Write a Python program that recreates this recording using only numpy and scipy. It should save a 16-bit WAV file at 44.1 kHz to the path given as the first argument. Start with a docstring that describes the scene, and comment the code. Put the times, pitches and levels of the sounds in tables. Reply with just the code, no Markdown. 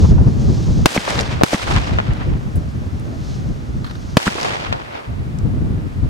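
"""An open concrete yard, the microphone some metres from three firecrackers that burn down and explode.
Fuses hiss as coloured noise; each blast is a shock wave that overloads the microphone.
Walls, far buildings and trees return it as filtered shocks and noise; short bright ticks are noise bursts.
Wind buffets the microphone as bass noise, and the camcorder's gain control ducks everything after each bang."""
import sys
import numpy as np
from scipy import signal
from scipy.fft import rfft, irfft, next_fast_len
from scipy.io import wavfile
from scipy.ndimage import uniform_filter1d, minimum_filter1d, map_coordinates

SR = 44100
rng = np.random.default_rng(int(sys.argv[2]) if len(sys.argv) > 2 else 0)


def wav_record(signal):
    """Record a signal, one row per channel, as 16-bit PCM in the file named by sys.argv[1]."""
    frames = np.transpose(np.atleast_2d(signal))
    bounded = np.clip(frames, -1, 1)
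    # unit amplitude maps onto the largest positive 16-bit level
    quanta = np.round(bounded * 32767).astype(np.int16)
    wavfile.write(sys.argv[1], SR, quanta)


N = 268569
SHORT = SR // 8  # samples in a short burst

# In the tables, colour_db is relative spectrum level and sigma_s the standard deviation of a bell-shaped swell.
# t60_s is the time to decay by 60 dB; likeness is left-right correlation, held within -1 to 1.


def amp(db):
    """Decibels to gain."""
    return 10 ** (np.asarray(db) / 20)


def unit(x):
    """Scale to rms 1."""
    return x / np.sqrt(np.mean(x ** 2) + 1e-20)


def along(points, hz):
    """Read (Hz, value) points on a logarithmic frequency axis."""
    point_hz, value = np.transpose(points)
    return np.interp(np.log(hz + 1), np.log(point_hz + 1), value)


def curve(rows):
    """Read (s, value) rows as one value per sample."""
    return np.interp(np.arange(N) / SR, *np.transpose(rows))


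def wobble(rate, size=N):
    """A smooth random curve with rate knots a second."""
    knots = rng.standard_normal(int(size * rate / SR) + 4)
    return map_coordinates(knots, [np.arange(size) * rate / SR])


def edge(x, hz, kind, order=2):
    """Causal low-pass or high-pass."""
    sos = signal.butter(order, min(hz, .45 * SR), kind, fs=SR, output="sos")
    return signal.sosfilt(sos, x)


def add(track, s, sound):
    """Mix a sound into a track at time s."""
    start = max(round(s * SR), 0)
    part = track[:, start:][:, :sound.shape[-1]]
    part += sound[..., :part.shape[1]]


def noise(spectrum, alike, size=N, grain_db=0, per_s=SR):
    """Coloured stereo noise of rms 1; grain makes it crackle, a low rate leaves single clicks."""
    m = next_fast_len(size)
    hz = np.fft.rfftfreq(m, 1 / SR)
    # the likeness sets the balance of mid and side
    turn = np.arccos(np.clip(along(alike, hz), -1, 1)) / 2
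    shape = amp(along(spectrum, hz)) * np.array([np.cos(turn), np.sin(turn)])
    grain = amp(grain_db * np.minimum(rng.standard_normal(m), np.pi))
    white = rng.standard_normal((2, m)) * grain
    white = white * (rng.random((2, m)) < per_s / SR)
    mid, side = irfft(rfft(white) * shape, m)[:, :size]
    return unit(np.array([mid + side, mid - side]))


def widen(x, db):
    """Raise or lower the part that differs between the channels."""
    mid = x.mean(axis=0)
    return mid + amp(db) * (x - mid)


def fade(t60):
    """An exponential decay."""
    return np.exp(-np.log(1000) * np.arange(SHORT) / SR / t60)


def swell(t60):
    """A decay with a rounded start."""
    return fade(t60) * (1 - fade(t60 / 3))


def surge(s, sigma_s):
    """A bell-shaped rise and fall around time s."""
    return np.exp(-.5 * ((np.arange(N) / SR - s) / sigma_s) ** 2)


def shock(push_ms):
    """A push and a longer suction, longer on the left; the microphone's bass cut makes it swing back."""
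    channel_push_ms = push_ms * np.array([[1.13], [.88]])
    u = np.arange(SHORT) / SR * 1000 / channel_push_ms
    return edge((1 - u) * np.exp(-u), hz=142, kind="high")


def slap(centre_hz, t60, alike):
    """A rough surface smears a shock into a short coloured burst."""
    colour = [(centre_hz / 5, -18), (centre_hz / 1.4, 0), (centre_hz * 1.4, -1),
              (centre_hz * 2.2, -8), (centre_hz * 8, -24)]
    burst = noise(colour, [(1000, alike)], SHORT) * swell(t60)
    return amp(2.5) * edge(burst, 3 * centre_hz, "low")


# steady wind on the microphone, before its trim: time_s, level_db
WIND_STRENGTH = [(0.0, -16.5), (0.754, -18.5), (0.8, -19), (1.75, -28), (1.88, -25.5), (2.14, -26),
                 (3.1, -27), (3.67, -25), (4.04, -29.5), (4.15, -31), (4.3, -18.5), (4.584, -36.5),
                 (4.842, -40), (5.116, -53), (5.282, -24.5), (5.6, -20.5), (5.744, -20), (6.09, -33)]
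# gusts that thump on the microphone, before their trim: centre_s, level_db, sigma_s
WIND_GUSTS = [(0.041, -1, 0.023), (0.12, -1.5, 0.011), (0.176, -1.5, 0.042), (0.28, 0.5, 0.01),
              (0.486, -3.5, 0.021), (0.703, -3, 0.02), (0.812, -7.5, 0.053), (1.173, -17, 0.039),
              (1.71, -4, 0.068), (1.949, -7.5, 0.032), (2.114, -6.5, 0.024), (2.309, -6, 0.036),
              (2.391, -22, 0.0085), (2.573, -4.5, 0.017), (2.668, -17, 0.026), (2.757, -13, 0.0093),
              (2.868, -16, 0.02), (3.504, -10.5, 0.02), (3.796, -13, 0.018), (4.133, -17, 0.017),
              (4.708, -17, 0.03), (5.113, -13.5, 0.024), (5.196, -12, 0.023), (5.448, -10.5, 0.023),
              (6.046, -9.5, 0.048)]
# colour of the buffeting, before its bass filters: freq_hz, colour_db
BUFFET_COLOUR = [(13, -40), (22, -8.5), (54, 0), (90, 1.5), (128, -0.5), (267, -11.5), (656, -31),
                 (977, -38), (1350, -45), (2600, -56), (3380, -78), (5720, -120)]
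# stereo likeness of buffeting and rasp: freq_hz, likeness
BUFFET_LIKENESS = [(60, 0.13), (180, 0.34), (550, 0.28), (1650, -0.021), (4970, 0.79), (15000, 0.64)]
# colour of the rasp, where the hardest eddies tear: freq_hz, colour_db
RASP_COLOUR = [(300, -21), (600, -4), (1100, -1), (1700, -9), (3500, -25)]
# the sharpest gusts tear at the microphone: centre_s, level_db, sigma_s, centre_hz
TEARING_GUSTS = [(0.047, -28, 0.014, 1030), (0.186, -27.5, 0.0045, 990), (0.243, -32.5, 0.0055, 950),
                 (0.285, -35, .006, 950), (0.49, -39, 0.0081, 950), (0.683, -37.5, 0.016, 970),
                 (2.077, -30, 0.026, 296), (2.275, -31, 0.011, 380), (2.566, -36, 0.013, 600),
                 (2.646, -41, 0.031, 630), (2.842, -40.5, 0.02, 600), (3.104, -41.5, 0.048, 634),
                 (3.114, -31, 0.053, 308)]
# colour of a tearing gust: multiple_of_centre_hz, colour_db
TEAR_COLOUR = [(.2, -15), (.5, -3.5), (1, 5.5), (1.6, -12), (3.5, -24), (8, -43), (30, -83)]
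# rustle of open country: freq_hz, colour_db
COUNTRY_COLOUR = [(25, -12), (55, -14), (110, -20), (290, -21), (500, -7), (604, -3), (893, -9.5),
                  (1090, -8), (1190, -8), (1530, -11), (5470, -26.5), (9630, -32.5), (16000, -37.5)]
# stereo likeness of the rustle and the fuse's spitting: freq_hz, likeness
COUNTRY_LIKENESS = [(300, -1.2), (700, -0.57), (1300, -0.55), (2500, -0.25), (5000, 0.45), (12000, 0.51)]
WIND_TRIM_DB, GUST_TRIM_DB = 4, -8
STEADY_BASS_HZ = 43.4  # small eddies carry little below this
GUST_BOOM_DB, GUST_BOOM_HZ = 2.5, 91.6  # gusts are big eddies and boom deeper
RASP_DB, RASP_FLUTTER_DB = -25, 2  # level at full-scale wind; scale of its short bursts
RASP_GROWS = 2.4  # dB of rasp per dB of wind


def wind():
    """Eddies and deeper gusts thump on the microphone ports, strong wind rasps; open country rustles."""
    steady = amp(curve(WIND_STRENGTH) + WIND_TRIM_DB)
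    gusts = sum(amp(db + GUST_TRIM_DB) * surge(s, sigma_s) for s, db, sigma_s in WIND_GUSTS)
    shared_db = .7 * wobble(14) + 1.7 * wobble(55)
    channel_db = 1.3 * np.array([wobble(60), wobble(60)])
    eddies = unit(amp(shared_db + channel_db))
    steady_noise = edge(noise(BUFFET_COLOUR, BUFFET_LIKENESS), STEADY_BASS_HZ, "high", order=1)
    buffet = np.hypot(steady, gusts) * eddies * steady_noise
    deep_noise = edge(noise(BUFFET_COLOUR, BUFFET_LIKENESS), GUST_BOOM_HZ, "low")
    boom = amp(GUST_BOOM_DB) * gusts * deep_noise
    rasp_level = amp(RASP_DB + RASP_FLUTTER_DB * wobble(30)) * (steady * eddies) ** RASP_GROWS
    rasp = rasp_level * noise(RASP_COLOUR, BUFFET_LIKENESS)
    for s, db, sigma_s, hz in TEARING_GUSTS:
        colour = [(k * hz, level_db) for k, level_db in TEAR_COLOUR]
        rasp += amp(db) * surge(s, sigma_s) * noise(colour, BUFFET_LIKENESS)
    stir_db = .5 * wobble(3)
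    rustle = amp(-41.0 + stir_db) * noise(COUNTRY_COLOUR, COUNTRY_LIKENESS)
    return buffet + boom + rasp + rustle


# soft, broad returns from far groves: centre_s, level_db, centre_hz, sigma_s
GROVE_RETURNS = [(1.137, -22, 560, 0.033), (1.207, -23.5, 615, 0.02), (1.702, -19, 620, 0.031),
                 (1.767, -17.5, 1190, 0.012), (4.42, -20, 880, 0.028), (4.518, -24.5, 800, 0.0098),
                 (2.112, -35, 1220, 0.034), (2.216, -30.5, 1150, 0.012), (4.667, -25.5, 1200, 0.0069),
                 (4.723, -28.5, 1290, 0.004), (4.964, -34.5, 1330, 0.029)]


def groves():
    """Far clumps of trees send each blast back as a soft swell of noise in the tail."""
    out = np.zeros((2, N))
    likeness = [(400, 0.45), (900, -0.42), (3000, -0.09)]
    for s, db, hz, sigma_s in GROVE_RETURNS:
        colour = [(hz / 6, -16), (hz / 1.6, -2), (hz, 0), (hz * 2, -7), (hz * 4, -20), (hz * 8, -45)]
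        out += amp(db) * surge(s, sigma_s) * noise(colour, likeness, grain_db=4.5)
    return out


# building echoes, carried differently by the wind each time:
# start_s, level_db, bass_edge_hz, treble_edge_hz, second_face_db
BUILDING_CLAPS = [(1.4118, 10, 350, 1000, -3), (1.4185, 5, 380, 750, 8), (1.9863, 13, 1000, 1500, -7),
                  (2, 3, 1150, 1500, 7), (4.7264, 7, 600, 2540, -11), (4.7346, -5, 500, 1496, -9),
                  (4.7402, -9, 500, 1700, -6)]
FACE_GAP_S = 0.0016  # the distant building off to the left has two faces
BUILDING_RIGHT = -0.68  # gain of the right channel: weaker and inverted
BUILDING_ROUGH_DB = -22  # smaller ledges trail after each clap, relative to it


def building():
    """The sharp, hollow double clap returned from the side half a second after each blast."""
    out = np.zeros((2, N))
    for s, db, bass_hz, treble_hz, second_db in BUILDING_CLAPS:
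        without_bass = edge(shock(push_ms=1.0)[0], bass_hz, "high")
        wave = edge(without_bass, treble_hz, "low")
        clap = np.array([wave, BUILDING_RIGHT * np.roll(wave, 1)])  # right is one sample later
        add(out, s, amp(db) * clap)
        add(out, s + FACE_GAP_S, amp(db + second_db) * clap)
        ledges = slap(centre_hz=.7 * treble_hz, t60=0.037, alike=-0.82)
        add(out, s, amp(db + BUILDING_ROUGH_DB) * ledges)
    return out


# returns from two walls: start_s, thump_db, thump_hz, crack_db, crack_hz, gap_between_facets_s
WALL_RETURNS = [(0.9622, 14.5, 263, 28, 586, 0.0004), (0.9761, 17.5, 200, 28, 2240, 0.0009),
                (1.5308, 17, 305, 29, 616, 0.0014), (1.5432, 18, 205, 25.5, 1870, 0.001),
                (4.2670, 17.5, 197, 23.5, 1150, 0.0009), (4.2776, 17, 220, 29, 1500, 0.00066)]
THUMP_LAG_S, THUMP_T60_S = 0.002, 0.028  # the bass comes back a little later and dies fast
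CRACK_Q = 2.3  # sharpness of the crack's colour
WALL_ROUGH_DB, WALL_ROUGH_T60_S = -22, 0.025  # rough plaster smears part of each crack


def walls():
    """The double knock a tenth of a second after a blast: each wall gives a ragged crack, then a thump."""
    out = np.zeros((2, N))
    wave = shock(push_ms=0.35)
    t = np.arange(SHORT) / SR
    for s, thump_db, thump_hz, crack_db, crack_hz, gap_s in WALL_RETURNS:
        coloured = signal.lfilter(*signal.iirpeak(crack_hz, CRACK_Q, fs=SR), wave)
        crack = edge(coloured, 2 * crack_hz, "low")
        thump = np.sin(2 * np.pi * thump_hz * t) * fade(THUMP_T60_S)
        for facet_s in (0, gap_s):
            add(out, s + facet_s, amp(crack_db) * crack)
        plaster = slap(centre_hz=1180, t60=WALL_ROUGH_T60_S, alike=1.0)
        add(out, s, amp(crack_db + WALL_ROUGH_DB) * plaster)
        add(out, s + THUMP_LAG_S, -amp(thump_db) * thump)
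    return out


# short bright ticks: sparks, falling scraps and the sharp treble edges of some echoes,
# before a common 9 dB cut: start_s, level_db, centre_hz, t60_s
BRIGHT_TICKS = [(1.0972, -4, 3200, 0.0049), (1.1055, -1, 6100, 0.0065), (1.127, -12, 5800, 0.0082),
                (1.208, -11, 5530, 0.039), (1.592, 2, 3740, 0.0056), (2.135, -25.5, 6960, 0.0099),
                (2.556, -31.5, 10000, 0.095), (2.998, -28, 9000, .01), (4.412, -2, 5300, 0.024),
                (4.4297, -1, 5060, 0.023), (4.7272, -18.5, 5800, 0.008), (5.3874, -23, 6200, 0.012)]


def ticks():
    """Sparks, falling scraps and the treble edges of some echoes tick as short bright noise bursts."""
    out = np.zeros((2, N))
    for s, db, hz, t60 in BRIGHT_TICKS:
        colour = [(hz / 4, -16), (hz / 1.4, -8), (hz, 0), (hz * 1.4, -10), (hz * 2.7, -26)]
        tick = fade(t60) * noise(colour, [(5000, 0.72)], SHORT)
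        add(out, s, amp(db - 9) * edge(tick, 2 * hz, "low"))
    return out


# colour of the burning jet: freq_hz, colour_db
JET_COLOUR = [(800, -4), (2000, -14), (3500, -6), (5000, -4.5), (6400, -4.5), (7600, -14), (9500, -22),
              (15000, -31)]
# a fuse flares up: centre_s, level_db, sigma_s
FUSE_FLARES = [(0.005, -35.5, 0.088), (0.64, -39.5, 0.26), (3.304, -44, 0.07), (3.35, -49.5, 0.18),
               (4.105, -48, 0.19)]
# the last fuse sputters, before a common 13.5 dB cut: start_s, level_db, t60_s
FUSE_SPUTTER = [(3.843, -8.5, 0.044), (3.861, -14.5, 0.12), (3.896, -13.5, 0.045), (3.909, -8.5, .028),
                (3.953, -12.5, 0.022)]
# colour of the sputtering: freq_hz, colour_db
SPIT_COLOUR = [(400, -16), (900, -6), (1400, 2), (2400, -14.5), (4200, -8.5), (6000, -27), (12000, -31)]
BURN_DB = -54  # a fuse burning evenly
CRACKLE_DB = 4  # graininess of the jets and of the leaves' echoes


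def fuses():
    """Jets of hot gas flare, flutter and spit until the last cracker goes."""
    burning = np.arange(N) / SR < BLASTS[-1][0]
    flare_power = sum((amp(db) * surge(s, sigma_s)) ** 2 for s, db, sigma_s in FUSE_FLARES)
    flow = np.sqrt(amp(BURN_DB) ** 2 + flare_power)
    flutter_db = .8 * wobble(60)
    hiss = noise(JET_COLOUR, [(1500, 1.0), (4500, 0.97)], grain_db=CRACKLE_DB)
    out = hiss * flow * amp(flutter_db) * burning
    for s, db, t60 in FUSE_SPUTTER:
        spit = noise(SPIT_COLOUR, COUNTRY_LIKENESS, SHORT, grain_db=-0.5)
        add(out, s, amp(db - 13.5) * swell(t60) * spit)
    return out


# belts of bushes and trees: delay_s, level_db, time_to_swell_by_60_db_s, t60_s
TREE_BELTS = [(0.091, -35.5, 1.5, 0.8), (0.105, -26, 0.32, 0.12), (0.246, -42, 7, 0.53),
              (.46, -53.5, 1, 1.1), (.63, -58.5, 0.5, 1.8), (.785, -56.5, 0.5, 0.84)]


def thickets(size):
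    """Strength of the scattered sound: each belt swells as the shock reaches it, then dies away."""
    t = np.arange(size) / SR
    belts = []
    for delay, db, rise, t60 in TREE_BELTS:
        drop_db = 60 * np.maximum((delay - t) / rise, (t - delay) / t60)
        belts.append(amp(db - drop_db))
    return np.linalg.norm(belts, axis=0)


# colour of the scattered sound, before air loss: freq_hz, colour_db
FOLIAGE_COLOUR = [(40, -37), (120, -8.5), (300, -2), (700, 2.5), (1200, 0), (2500, -2), (5000, -6),
                  (8000, -11), (12000, -19), (16000, -25)]
# stereo likeness of the scattered sound, before its width is set: freq_hz, likeness
FOLIAGE_LIKENESS = [(60, -0.6), (130, -0.0035), (290, 0.21), (640, -0.56), (1410, -0.57), (3100, -0.3),
                    (6820, 0.28), (15000, 1)]
TRUNKS_PER_S, TRUNKS_DB = 850, -3.5  # single sharp echoes from trunks and posts, relative to leaves
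ROLL_DB = 1.3  # scale of the roll's unevenness


def scatter():
    """Countless echoes merge into a dense roll; over longer paths the air absorbs more treble."""
    size = 3 * SR // 2
    leaves = noise(FOLIAGE_COLOUR, FOLIAGE_LIKENESS, size, grain_db=CRACKLE_DB)
    trunks = noise(FOLIAGE_COLOUR, FOLIAGE_LIKENESS, size, per_s=TRUNKS_PER_S)
    echoes = unit(leaves + amp(TRUNKS_DB) * trunks)
    hz, t, z = signal.stft(echoes, SR, nperseg=256)
    loss_db = 26 * (hz[:, None] / 6000) ** 1.03 * t
    # the mid range returns in lumps, the treble more evenly
    across_hz = uniform_filter1d(rng.standard_normal(z.shape), 8, 0)
    lumps = unit(uniform_filter1d(across_hz, 5, 1))
    lumps_db = along([(1000, 2.5), (5000, 1)], hz)[:, None] * (lumps - .35)
    tail = signal.istft(z * amp(lumps_db - loss_db), SR, nperseg=256)[1][:, :size]
    uneven_db = ROLL_DB * (wobble(50, size) + wobble(300, size))
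    return tail * thickets(size) * amp(uneven_db)


# the explosions, with nominal push time: start_s, level_db, push_ms, second_shock_delay_s,
# second_shock_db and tearing_case_db and scatter_db (relative to level_db), scatter_width_db
BLASTS = [(0.8581, 33, 0.67, 0.00089, -1, -22.5, -0.5, -3.5),
          (1.4347, 32, 0.95, 0.00082, -8, -47, -0.5, -1.2),
          (4.1695, 31, 0.97, 0.00195, 14, -24.5, -0.45, 1)]
# things around the yard that answer every blast:
# delay_s, level_db (relative to the blast), centre_hz, t60_s, likeness
YARD_ECHOES = [(.0052, -16, 574, 0.024, -0.81), (.006, -25, 3040, 0.011, -0.069),
               (0.031, -26, 1200, 0.011, 0.062), (.053, -42, 3380, 0.0087, 0.44),
               (0.114, -34, 1200, 0.041, .8), (0.16, -45, 1500, 0.022, .2), (.275, -57, 1040, 0.08, -1.1),
               (.329, -55, 1290, 0.05, -0.83)]
# rough slaps out of the roll, the last a long trail behind the building's clap:
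# start_s, level_db, centre_hz, t60_s, likeness
ROLL_SLAPS = [(1.075, 0.5, 770, 0.038, 0.22), (1.191, -5, 2210, 0.009, -1.2), (1.5945, 0, 690, 0.018, 0.97),
              (1.671, -8, 890, .05, 0.29), (1.705, -8, 780, 0.067, -0.43),
              (1.762, -11.5, 2400, 0.016, -0.62), (4.351, -2.5, 378, 0.038, 0.55),
              (4.382, 2, 700, 0.023, 0.3), (4.446, -6, 684, 0.058, -0.65), (4.504, -13.5, 980, 0.022, -0.4),
              (4.732, -19.5, 557, 0.22, -0.93)]


def bangs():
    """Each case bursts with a shock and a second one on its heels; echoes, a roll and rough slaps follow."""
    out = np.zeros((2, N))
    for s, db, push_ms, second_s, second_db, tear_db, scatter_db, width_db in BLASTS:
        tear = noise([(500, 8.5), (3500, 4.0), (12000, -12.0)], [(1000, 0.041)], SHORT)
        first = shock(push_ms) + amp(tear_db) * tear * fade(0.06)
        add(out, s, amp(db) * first)
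        second = shock(push_ms=0.21) + amp(-4.0) * tear * fade(0.0014)
        add(out, s + second_s, amp(db + second_db) * second)
        for delay, echo_db, centre_hz, t60, alike in YARD_ECHOES:
            add(out, s + delay, amp(db + echo_db) * slap(centre_hz, t60, alike))
        add(out, s, amp(db + scatter_db) * widen(scatter(), width_db))
    for s, db, centre_hz, t60, alike in ROLL_SLAPS:
        add(out, s, amp(db) * slap(centre_hz, t60, alike))
    return out


def scene():
    """Everything that reaches the microphone."""
    return wind() + groves() + building() + walls() + ticks() + fuses() + bangs()


def gain_control(x, threshold_db, range_db, hold_s, release_db_per_s, attack_s):
    """A peak over the threshold pulls the gain down fast; it waits, then climbs back at a steady rate."""
    peak_db = 20 * np.log10(np.abs(x).max(axis=0) + 1e-9)
    over_db = np.clip(peak_db - threshold_db, 0, range_db)
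    half = round(hold_s * SR / 2)
    # the largest overshoot within the past hold time
    held_db = -minimum_filter1d(-over_db, 2 * half + 1, origin=half, mode="constant")
    climb_db = release_db_per_s * np.arange(N) / SR
    cut_db = np.maximum.accumulate(held_db + climb_db) - climb_db
    keep = np.exp(-1 / (attack_s * SR))
    smooth_cut_db = signal.lfilter([1 - keep], [1, -keep], cut_db)
    return x * amp(-smooth_cut_db)


SOFTEN_HZ = 11700  # the microphone's treble falls away above this
TOP_HZ = 16000  # nothing passes from here up


def record(dry):
    """The camcorder's gain control is too slow for a shock, which clips; then soft treble and band limit."""
    ducked = gain_control(dry, threshold_db=8.0, range_db=23.0, hold_s=0.096,
                          release_db_per_s=99, attack_s=0.0036)
    clipped = np.clip(ducked, -.97, .97)
    heard = edge(clipped, SOFTEN_HZ, "low", order=1)
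    m = next_fast_len(N + SR // 4)
    in_band = np.fft.rfftfreq(m, 1 / SR) < TOP_HZ
    return irfft(rfft(heard, m) * in_band, m)[:, :N]


dry = scene()
out = record(dry)
wav_record(out)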